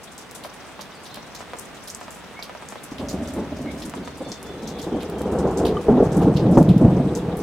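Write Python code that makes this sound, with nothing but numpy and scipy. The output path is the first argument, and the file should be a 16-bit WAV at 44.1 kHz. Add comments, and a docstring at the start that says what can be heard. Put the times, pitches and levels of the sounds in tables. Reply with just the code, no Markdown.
"""Thunder rolls in over a garden in steady rain, heard from beside a house wall.
Countless small shocks from the lightning channel superpose into a swell and a few hard claps.
Near drops splash on leaves and thud on a taut cover; one plops into water, one rings a hard object.
Birds chirp in the trees, one sings a falling phrase, and thin high calls follow."""
import sys
import numpy as np
from scipy import signal
from scipy.fft import rfft, irfft
from scipy.io import wavfile
from scipy.ndimage import uniform_filter1d

SR = 44100
rng = np.random.default_rng(int(sys.argv[2]) if len(sys.argv) > 2 else 0)


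def unload_wav(signal):
    """Save mono or channel-first audio to the path in sys.argv[1] as 16-bit WAV at rate SR, clipped to [-1, 1]."""
    wavfile.write(
        sys.argv[1],
        SR,
        np.round(np.clip(np.atleast_2d(signal).T, -1, 1) * 32767).astype(np.int16),
    )


N = 327222
TIME = np.arange(N) / SR
FREQS = np.maximum(np.arange(N // 2 + 1) * SR / N, 1)


def undb(db):
    """Convert decibels to an amplitude ratio."""
    return 10 ** (np.asarray(db) / 20)


def unit(x):
    """Normalise to rms 1."""
    return x / np.sqrt(np.mean(x ** 2) + 1e-18)


def spectrum(points):
    """Interpolate (Hz, value) points on a log-frequency axis."""
    hz, value = np.transpose(points)
    return np.interp(np.log(FREQS), np.log(hz), value)


def shape(x, gain):
    """Zero-phase filtering: weight each frequency by a gain."""
    return irfft(rfft(x) * gain, N)


def band(x, low_hz, high_hz, order=2):
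    """Causal Butterworth band-pass."""
    high_hz = min(high_hz, SR * .45)
    edges = [min(low_hz, high_hz - 10), high_hz]
    return signal.sosfilt(signal.butter(order, edges, "band", fs=SR, output="sos"), x)


def walk(rate):
    """Slow fluctuation: straight lines join Gaussian values, `rate` of them a second."""
    knots = rng.standard_normal(1024)
    return np.interp(TIME * rate, np.arange(len(knots)), knots)


def impacts(rate, spread_db):
    """Shot noise: randomly timed impulses of either sign, the larger ones rarer."""
    out = np.zeros(N)
    when, sign, size = rng.random((SR, 3))[:int(rate * N / SR)].T
    db = spread_db * np.minimum(-np.log(1 - size), 5)
    out[(when * N).astype(int)] = np.sign(sign - .5) * undb(db)
    return out


def add(out, start_s, sound):
    """Superpose a sound on `out` at a given time."""
    i = int(np.clip(start_s * SR, 0, N - 1))
    out[..., i:i + sound.shape[-1]] += sound[..., :N - i]


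def garden(x, t60, wet_db):
    """Diffuse scattering from walls and trees adds a decaying tail, different at each ear."""
    t = TIME[:int(min(t60, 1) * SR)]
    tail = rng.standard_normal((2, SR))[:, :len(t)] * undb(-60 * t / t60) * (1 - np.exp(-t / 0.0082))
    tail /= np.sqrt(np.sum(tail ** 2, axis=1, keepdims=True))
    return x + undb(wet_db) * signal.oaconvolve(np.atleast_2d(x), tail, axes=1)[:, :N]


def rain(level_db=-41, patter_db=-13.5, patter_rate=260):
    """Incoherent summation: far drops on lawn and trees merge into a wash; nearer ones patter."""
    # Spectrum of the wash. Each row: frequency in Hz, relative spectral level in dB.
    wash_colour = [(20, -26), (53, 0.5), (108, -2), (195, 5), (344, 0), (463, 1), (1160, -2), (2910, -9.5),
                   (7510, -23), (16000, -27)]
    # Likeness of the wash at the two ears. Each row: frequency in Hz, correlation.
    ear_correlation = [(100, 0.53), (500, 0.71), (2000, 0.74), (4000, -0.02), (8000, 0.58), (13000, -0.58)]
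    likeness, colour = spectrum(ear_correlation), undb(spectrum(wash_colour))
    def grain():
        return rng.standard_normal(N) + .8 * unit(impacts(1500, 2.4))
    mid = shape(grain(), colour * np.sqrt(1 + likeness))
    side = shape(grain(), colour * np.sqrt(1 - likeness))
    wash = unit(np.array([mid + side, mid - side])) * undb(.8 * walk(3.1))
    patter = 0
    for hz in (3500, 5500, 8000):  # leaves of different sizes
        drops = band(impacts(patter_rate, 5.5), hz / 1.18, hz * 1.15)
        patter = patter + garden(drops, t60=0.07, wet_db=16) / hz
    return undb(level_db) * (wash + undb(patter_db) * unit(patter))


def far_drops(per_s=7, spread_db=3, low_hz=5500, high_hz=8500):
    """Independent arrivals: rows for the weaker splashes, random in time, pitch and size."""
    when, size, pitch = rng.random((200, 3))[:int(per_s * N / SR)].T
    db = spread_db * size ** 2  # most are small
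    hz = low_hz + (high_hz - low_hz) * pitch
    return list(zip(when * N / SR, db - 43, hz, db - 48.5, db - 56))


def splashes(tick_s=0.00089, spray_s=0.025, mist_s=0.016, left_db=2):
    """Impact and break-up: a drop ticks on a leaf, bursts into mist, and its spray patters down."""
    # The nearest drops. Each row: start in seconds, impact level in dB, pitch in Hz,
    # spray level in dB, mist level in dB; each level is offset by its gain below.
    near_drops = [(0.1793, -26, 6940, -44, -43), (0.3494, -33, 7700, -39, -43),
                  (0.4368, -32, 3900, -40, -39), (0.8078, -35, 4730, -38, -41),
                  (1.055, -33, 4030, -41.5, -47), (1.1414, -37, 3940, -39.5, -39.5),
                  (1.3478, -42, 5240, -37, -40.5), (1.5864, -23.5, 7700, -44.5, -38),
                  (1.8746, -31, 4900, -39, -37), (1.9008, -20, 6500, -38, -46),
                  (1.9482, -18, 7260, -44, -47), (2.1061, -28, 7700, -43, -45),
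                  (2.4256, -17.5, 4160, -38, -41), (2.6871, -23, 7200, -43, -50),
                  (2.8326, -41, 8800, -40.5, -50), (2.9826, -36, 3180, -37, -46),
                  (3.0858, -24, 5700, -34, -37.5), (3.275, -28.5, 6300, -42, -46),
                  (3.336, -38, 8500, -44, -48), (3.8197, -39, 3920, -37.5, -46),
                  (3.85, -38, 7640, -42, -52), (4.318, -20, 5300, -35, -50), (4.6742, -29, 5470, -37, -43),
                  (4.787, -40, 3950, -38.5, -41), (4.816, -29, 6060, -40, -42),
                  (5.005, -35, 3140, -39.5, -45), (5.3864, -30.5, 6600, -40, -50),
                  (5.5708, -42, 6600, -35, -47), (5.6515, -25, 3500, -32, -35.5),
                  (6.119, -36, 6450, -41.5, -52), (6.1682, -30, 7800, -42.5, -43),
                  (6.2176, -47, 3200, -42, -42), (6.3644, -31, 3770, -33, -44),
                  (6.576, -24, 7100, -39.5, -42), (6.6897, -25, 3160, -38, -43),
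                  (7.1512, -20.5, 6450, -37.5, -45), (7.3705, -29, 11220, -50, -42)]
    tick_gain_db, snap_gain_db, spray_gain_db, mist_gain_db = -1, 10, -9, -9.5
    out, t = np.zeros((2, N)), TIME[:SR // 7]
    opposed = np.array([[1], [-1]])
    for s, impact_db, hz, spray_db, mist_db in list(near_drops) + far_drops():
        noise = rng.standard_normal((3, len(t)))
        apart, common = noise[:2], noise[2]
        ears = apart + common * min(5000 / hz, 1)  # low splashes are more alike at the two ears
        fine = unit(band(apart + common * opposed, 7000, 13100))  # short waves arrive out of step
        tick = band((common + .5 * apart) * np.exp(-t / tick_s), hz / 1.15, hz * 1.17)
        tick *= undb(impact_db + tick_gain_db) / np.abs(tick).max()
        snap = fine * np.exp(-t / 0.00017) * undb(mist_db + snap_gain_db)
        grains = unit(undb(3.5 * np.repeat(rng.standard_normal(len(t)), 40)[:len(t)]))
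        settling = np.exp(-t / (spray_s * rng.uniform(.6, 1.2)))
        spray = unit(band(ears * grains, hz / 1.4, hz * 1.35) * settling)
        spray *= undb(spray_db + spray_gain_db)
        mist = unit(fine * grains ** 2 * np.exp(-t / mist_s)) * undb(mist_db + mist_gain_db)
        pan = undb(opposed * (left_db + 2 * rng.standard_normal()) / 2)
        droplets = (spray + mist) * (1 - np.exp(-t / 0.0025)) * pan
        add(out, s, tick + snap + droplets)
    return garden(out, t60=.14, wet_db=-12)


def ticks(tick_s=.0004, mist_s=.02, mist_db=-21, echo_s=.005, echo_db=-9):
    """A brief impact is broadband: a tiny droplet gives a tick and a wisp of mist; the wall echoes it."""
    # Droplets landing right by the ear. Each row: start in seconds, peak level in dB.
    droplets = [(.312, -24), (3.897, -22.5), (4.429, -23), (5.099, -27), (5.184, -31), (5.218, -24),
                (6.629, -23), (6.78, -25.5)]
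    out, t = np.zeros((2, N)), TIME[:SR // 10]
    envelope = np.exp(-t / tick_s) + undb(mist_db) * np.exp(-t / mist_s)
    for s, db in droplets:
        noise = rng.standard_normal((3, len(t)))
        tick = band((noise[:2] + noise[2]) * envelope, 4500, 12600, order=1)
        tick *= undb(db) / np.abs(tick).max()
        add(out, s, tick)
        add(out, s + echo_s, tick * undb(echo_db))
    return out


def thuds(skin_hz=520, slower_per_db=.04, decay_cycles=.5, echo_db=-6, gain_db=12):
    """A damped membrane: a drip dents the taut cover, it swings back once, and the wall reflects it."""
    # Heavy drips. Each row: start in seconds, peak level in dB before gain_db.
    drips = [(0.4484, -33.5), (0.7931, -35.5), (1.172, -35), (1.4063, -35.5), (1.5346, -29.5),
             (2.0128, -34.5), (2.0817, -36.5), (2.3924, -35.5), (2.496, -34.5), (2.5508, -36),
             (2.6239, -36.5), (2.7233, -34.5), (2.757, -34.5), (3.9384, -31.5), (4.076, -32)]
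    out, t = np.zeros(N), TIME[:SR // 20]
    dent = np.exp(-t / .0005)
    for (s, db), echo_s in zip(drips, rng.uniform(0.00314, .0045, len(drips))):
        cycles = skin_hz * np.exp(-slower_per_db * (db + 34.5)) * t  # slower under a big drip
        swing = np.sin(2 * np.pi * cycles) * np.exp(-cycles / decay_cycles)
        thud = band(swing - dent, 320, 2400, order=1)
        thud *= undb(db + gain_db) / np.abs(thud).max()
        add(out, s, thud)
        add(out, s + echo_s, thud * undb(echo_db))
    return garden(out, t60=0.055, wet_db=-2.5)


def plop(start_s=.4495, db=-31, start_hz=510, rise_hz_per_s=11000, ring_s=.017):
    """Bubble resonance: air trapped by a drip in pooled water rings and rises in pitch."""
    out, t = np.zeros(N), TIME[:SR // 20]
    phase = 2 * np.pi * np.cumsum(start_hz + rise_hz_per_s * t) / SR
    add(out, start_s, undb(db) * np.exp(-(t / ring_s) ** 2) * np.sin(phase))
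    return out


def birds(gain_db=-9, twitter_db=-52):
    """Frequency modulation: tones glide and quaver, blurred by the trees; the near pips are drier."""
    # Far notes. Each row: start and length in seconds, first and last pitch in Hz,
    # level in dB before gain_db.
    notes = [(0.925, 0.07, 5270, 3950, -47), (1.09, .03, 4050, 3450, -41), (1.1, 0.045, 3950, 4250, -42),
             (4.015, .055, 4750, 4250, -46), (4.035, 0.062, 3540, 3510, -50), (4.165, .05, 4800, 4860, -49),
             (4.227, 0.074, 3560, 3510, -41), (4.235, .055, 4680, 4250, -45), (4.43, 0.12, 3500, 3480, -43),
             (4.53, .17, 4150, 3750, -51.5), (4.62, 0.22, 3650, 3170, -47.5), (4.87, 0.11, 3470, 3090, -47),
             (5.09, 0.2, 3400, 2900, -50)]
    # A short near call: the same columns without the start.
    pip = (0.08, 2130, 2290, -34)
    # Starts of the pips, in seconds.
    pip_starts = [2.35, 3.65]
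    # Starts of the thin high calls that fall from a crest, in seconds.
    twitter_starts = [6.25, 6.305, 6.405, 6.809, 6.876, 6.973, 7.022, 7.075]
    waver = walk(170)
    def sing(rows, bend):
        out = np.zeros(N)
        for s, length, start_hz, end_hz, db in rows:
            progress = np.linspace(0, 1, int(length * SR))
            quaver_hz = np.clip(.3 * abs(end_hz - start_hz), 18, 140)
            glide = start_hz + (end_hz - start_hz) * progress ** bend
            hz = glide + quaver_hz * waver[int(s * SR):][:len(progress)]
            tone = np.sqrt(2) * np.sin(2 * np.pi * np.cumsum(hz) / SR)
            add(out, s, undb(db + gain_db) * np.sin(np.pi * progress) * tone)
        return out
    crests_hz = rng.uniform(8400, 9200, len(twitter_starts))
    twitter = [(s, .05, hz, .84 * hz, twitter_db) for s, hz in zip(twitter_starts, crests_hz)]
    far = sing(notes, bend=1) + sing(twitter, bend=2)
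    near = garden(sing([(s, *pip) for s in pip_starts], bend=1), t60=.14, wet_db=-5)
    echoes = garden(far, t60=.75, wet_db=5) - far
    return near + far + shape(echoes, 1 / (1 + (FREQS / 8000) ** 4))  # leaves absorb the highest echoes


def roll(lump_db=2.5, surge_db=2.5, surge_rate=13, low_hz=110, high_hz=420, lull_s=0.051):
    """An extended source: shocks from all along the lightning channel arrive spread over three peals."""
    # Spectrum of the first grumble. Each row: frequency in Hz, relative spectral level in dB.
    grumble_colour = [(30, -38), (71, -9), (113, -15), (140, -3.5), (289, 6), (324, -7.5), (413, -2),
                      (462, -15.5), (573, -3), (1200, -29), (2000, -85)]
    # Spectrum of the crackling swell, with the same columns.
    swell_colour = [(20, -37), (64, -7), (112, -11), (168, 5), (222, 4), (255, -2.5), (292, 3), (487, 2.5),
                    (564, -10.5), (814, -10), (1010, -17.5), (2000, -29.5), (3000, -93)]
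    # Spectrum of the deep booms after it, with the same columns.
    boom_colour = [(22, -28), (102, -9), (135, 0), (188, 2), (255, -10), (320, -3.5), (400, -19.5),
                   (630, -11), (2600, -67)]
    # Grumble, swell and booms. Each row: time of full strength and hold in seconds, mid-band level
    # in dB, rise, sag and fall in dB per second, crackle and rumble in dB relative to the mid band.
    peals = [(3.028, 2.2, -31, 216, 10, 141, -7, -7.5), (5.32, 1.6, -26, 19.5, 1.5, 8, -1, -8),
             (6.55, 0.36, -15.5, 21, 2.5, 34, -14, -14.5)]
    # Moments when few shocks arrive. Each row: centre in seconds, depth in dB.
    lulls = [(3.3, 2.5), (4.38, 9), (4.79, 7), (5.08, 3.5), (5.82, 3.5), (6.11, 2.5), (6.33, 3), (6.76, 5),
             (7.17, 4.5)]
    air = 1 / (1 + (FREQS / 1750) ** 8)  # kilometres of air absorb the treble
    below = 1 / (1 + (FREQS / low_hz) ** 8)
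    above = 1 - 1 / (1 + (FREQS / high_hz) ** 8)
    dips_db = sum(depth_db * np.exp(-((TIME - s) / lull_s) ** 2) for s, depth_db in lulls)
    out = 0
    for peal, colour in zip(peals, (grumble_colour, swell_colour, boom_colour)):
        full_s, hold_s, db, rise, sag, fall, crackle_db, rumble_db = peal
        t = TIME - full_s
        level = db + rise * np.minimum(t, 0) - sag * np.clip(t, 0, hold_s)
        level -= fall * np.maximum(t - hold_s, 0)
        level += surge_db * walk(surge_rate) - dips_db
        # kinks in the channel bunch the shocks into lumps
        shocks = impacts(2500, 0.45) * undb(lump_db * walk(70))
        tone = undb(spectrum(colour)) * air
        for gain, band_db in ((below, rumble_db), (1 - below - above, 0), (above, crackle_db)):
            part = shape(shocks, tone * gain)
            power = uniform_filter1d(part ** 2, size=SR // 11)
            out = out + part / np.sqrt(np.abs(power) + 1e-18) * undb(level + band_db)
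    return out


def claps(widen_hz=620, gain_db=-1, thump_db=-23, thump_s=0.026, thump_hz=68):
    """Equal path lengths: shocks from a side-on stretch of channel land as one crack, boom and thump."""
    # Each row: start in seconds, peak level in dB before gain_db, pitch in Hz, length in seconds,
    # crack level in dB relative to the body.
    arrivals = [(2.917, -23.5, 238, 0.015, -5), (3.006, -23, 397, 0.038, -1),
                (3.132, -28.5, 198, 0.042, -10), (3.363, -16.5, 277, 0.074, -8.5),
                (3.644, -25, 246, 0.037, -19), (3.838, -27.5, 247, 0.068, -18),
                (3.96, -25.5, 265, 0.074, -14), (4.205, -21, 400, 0.026, -16),
                (4.262, -24.5, 226, 0.073, -5), (4.627, -26, 210, 0.21, -5.5), (4.919, -15, 299, 0.072, -9),
                (5.447, -19, 480, 0.063, -16), (5.636, -11.5, 305, 0.041, -2.5),
                (5.882, -3, 300, 0.026, -9), (5.908, -7.5, 200, 0.079, -13), (5.975, -4.5, 294, 0.011, -18),
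                (6.003, -5, 307, 0.016, -26), (6.024, -2, 336, .011, -31), (6.066, -8.5, 206, 0.0096, -16),
                (6.166, -6.5, 220, 0.036, -19), (6.268, -4.5, 235, 0.027, -13),
                (6.353, -8, 139, 0.013, -14), (6.466, -10, 283, 0.024, -13.5), (6.571, 1, 337, .024, -6.5),
                (6.599, -4, 233, 0.031, -10), (6.696, -1, 170, 0.024, -33), (6.76, -3.5, 170, 0.015, -28),
                (6.812, -4.5, 234, 0.049, -12.5), (6.846, 3, 166, 0.014, -15.5),
                (6.996, -7, 204, 0.015, -8)]
    out, t = np.zeros(N), TIME[:SR // 4]
    for s, db, hz, length, crack_db in arrivals:
        noise = rng.standard_normal(len(t))
        window = np.exp(-(t / length) ** 4) * np.minimum(t / 0.0015, 1)
        width = 1 + hz / widen_hz  # deep booms ring in a tighter band
        waves = signal.hilbert(band(noise, hz / width, hz * width, order=3))[::-1]
        height = np.tanh(2 * unit(np.abs(waves)))  # a few big waves of nearly even height
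        body = unit(height * np.cos(np.angle(waves))) * window
        crack = unit(band(noise, 330, 680 + hz, order=3)) * np.exp(-(t / length) ** 2)
        clap = band(body + undb(crack_db) * crack, 24, 1410)
        thump = unit(band(noise, thump_hz / 4, thump_hz * 2.1, order=3)) * np.exp(-(t / thump_s) ** 4)
        thump *= undb(min(thump_db, crack_db))
        add(out, s, (clap / np.abs(clap).max() + thump) * undb(db + gain_db))
    return out


def thunder(wide_hz=2300):
    """Decorrelation: scatter from the trees parts the two ears slightly, more at short wavelengths."""
    mid = roll() + claps()
    scatter = garden(mid, t60=0.019, wet_db=-8) - mid
    side = shape(scatter[0], np.minimum(FREQS / wide_hz + 0.0059, 1))
    return np.array([mid + side, mid - side])


def plink(start_s=5.769, gain_db=-23.5):
    """Free vibration: a drip sets a hard object ringing briefly in its damped modes."""
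    # Each row: frequency in Hz, level in dB before gain_db, time to decay by 60 dB in seconds.
    modes = [(1186, 7.5, 0.047), (3060, -5, 0.032)]
    out, t = np.zeros(N), TIME[:SR // 4]
    ring = sum(undb(db - 60 * t / t60) * np.sin(2 * np.pi * hz * t) for hz, db, t60 in modes)
    add(out, start_s, undb(gain_db) * ring * (1 - np.exp(-t / 0.0013)))
    return garden(out, t60=0.073, wet_db=-37)


def scene():
    """Superposition of far thunder, rain all around, close drips and birds."""
    return thunder() + rain() + splashes() + ticks() + thuds() + plop() + plink() + birds()


def record(dry, top_hz=16000):
    """Overload: the hardest clap just clips at full scale, and a steep low-pass cuts the top."""
    low_pass = signal.ellip(8, .2, 70, top_hz, fs=SR, output="sos")
    return signal.sosfilt(low_pass, np.clip(dry, -1, 1))


dry = scene()
out = record(dry)
unload_wav(out)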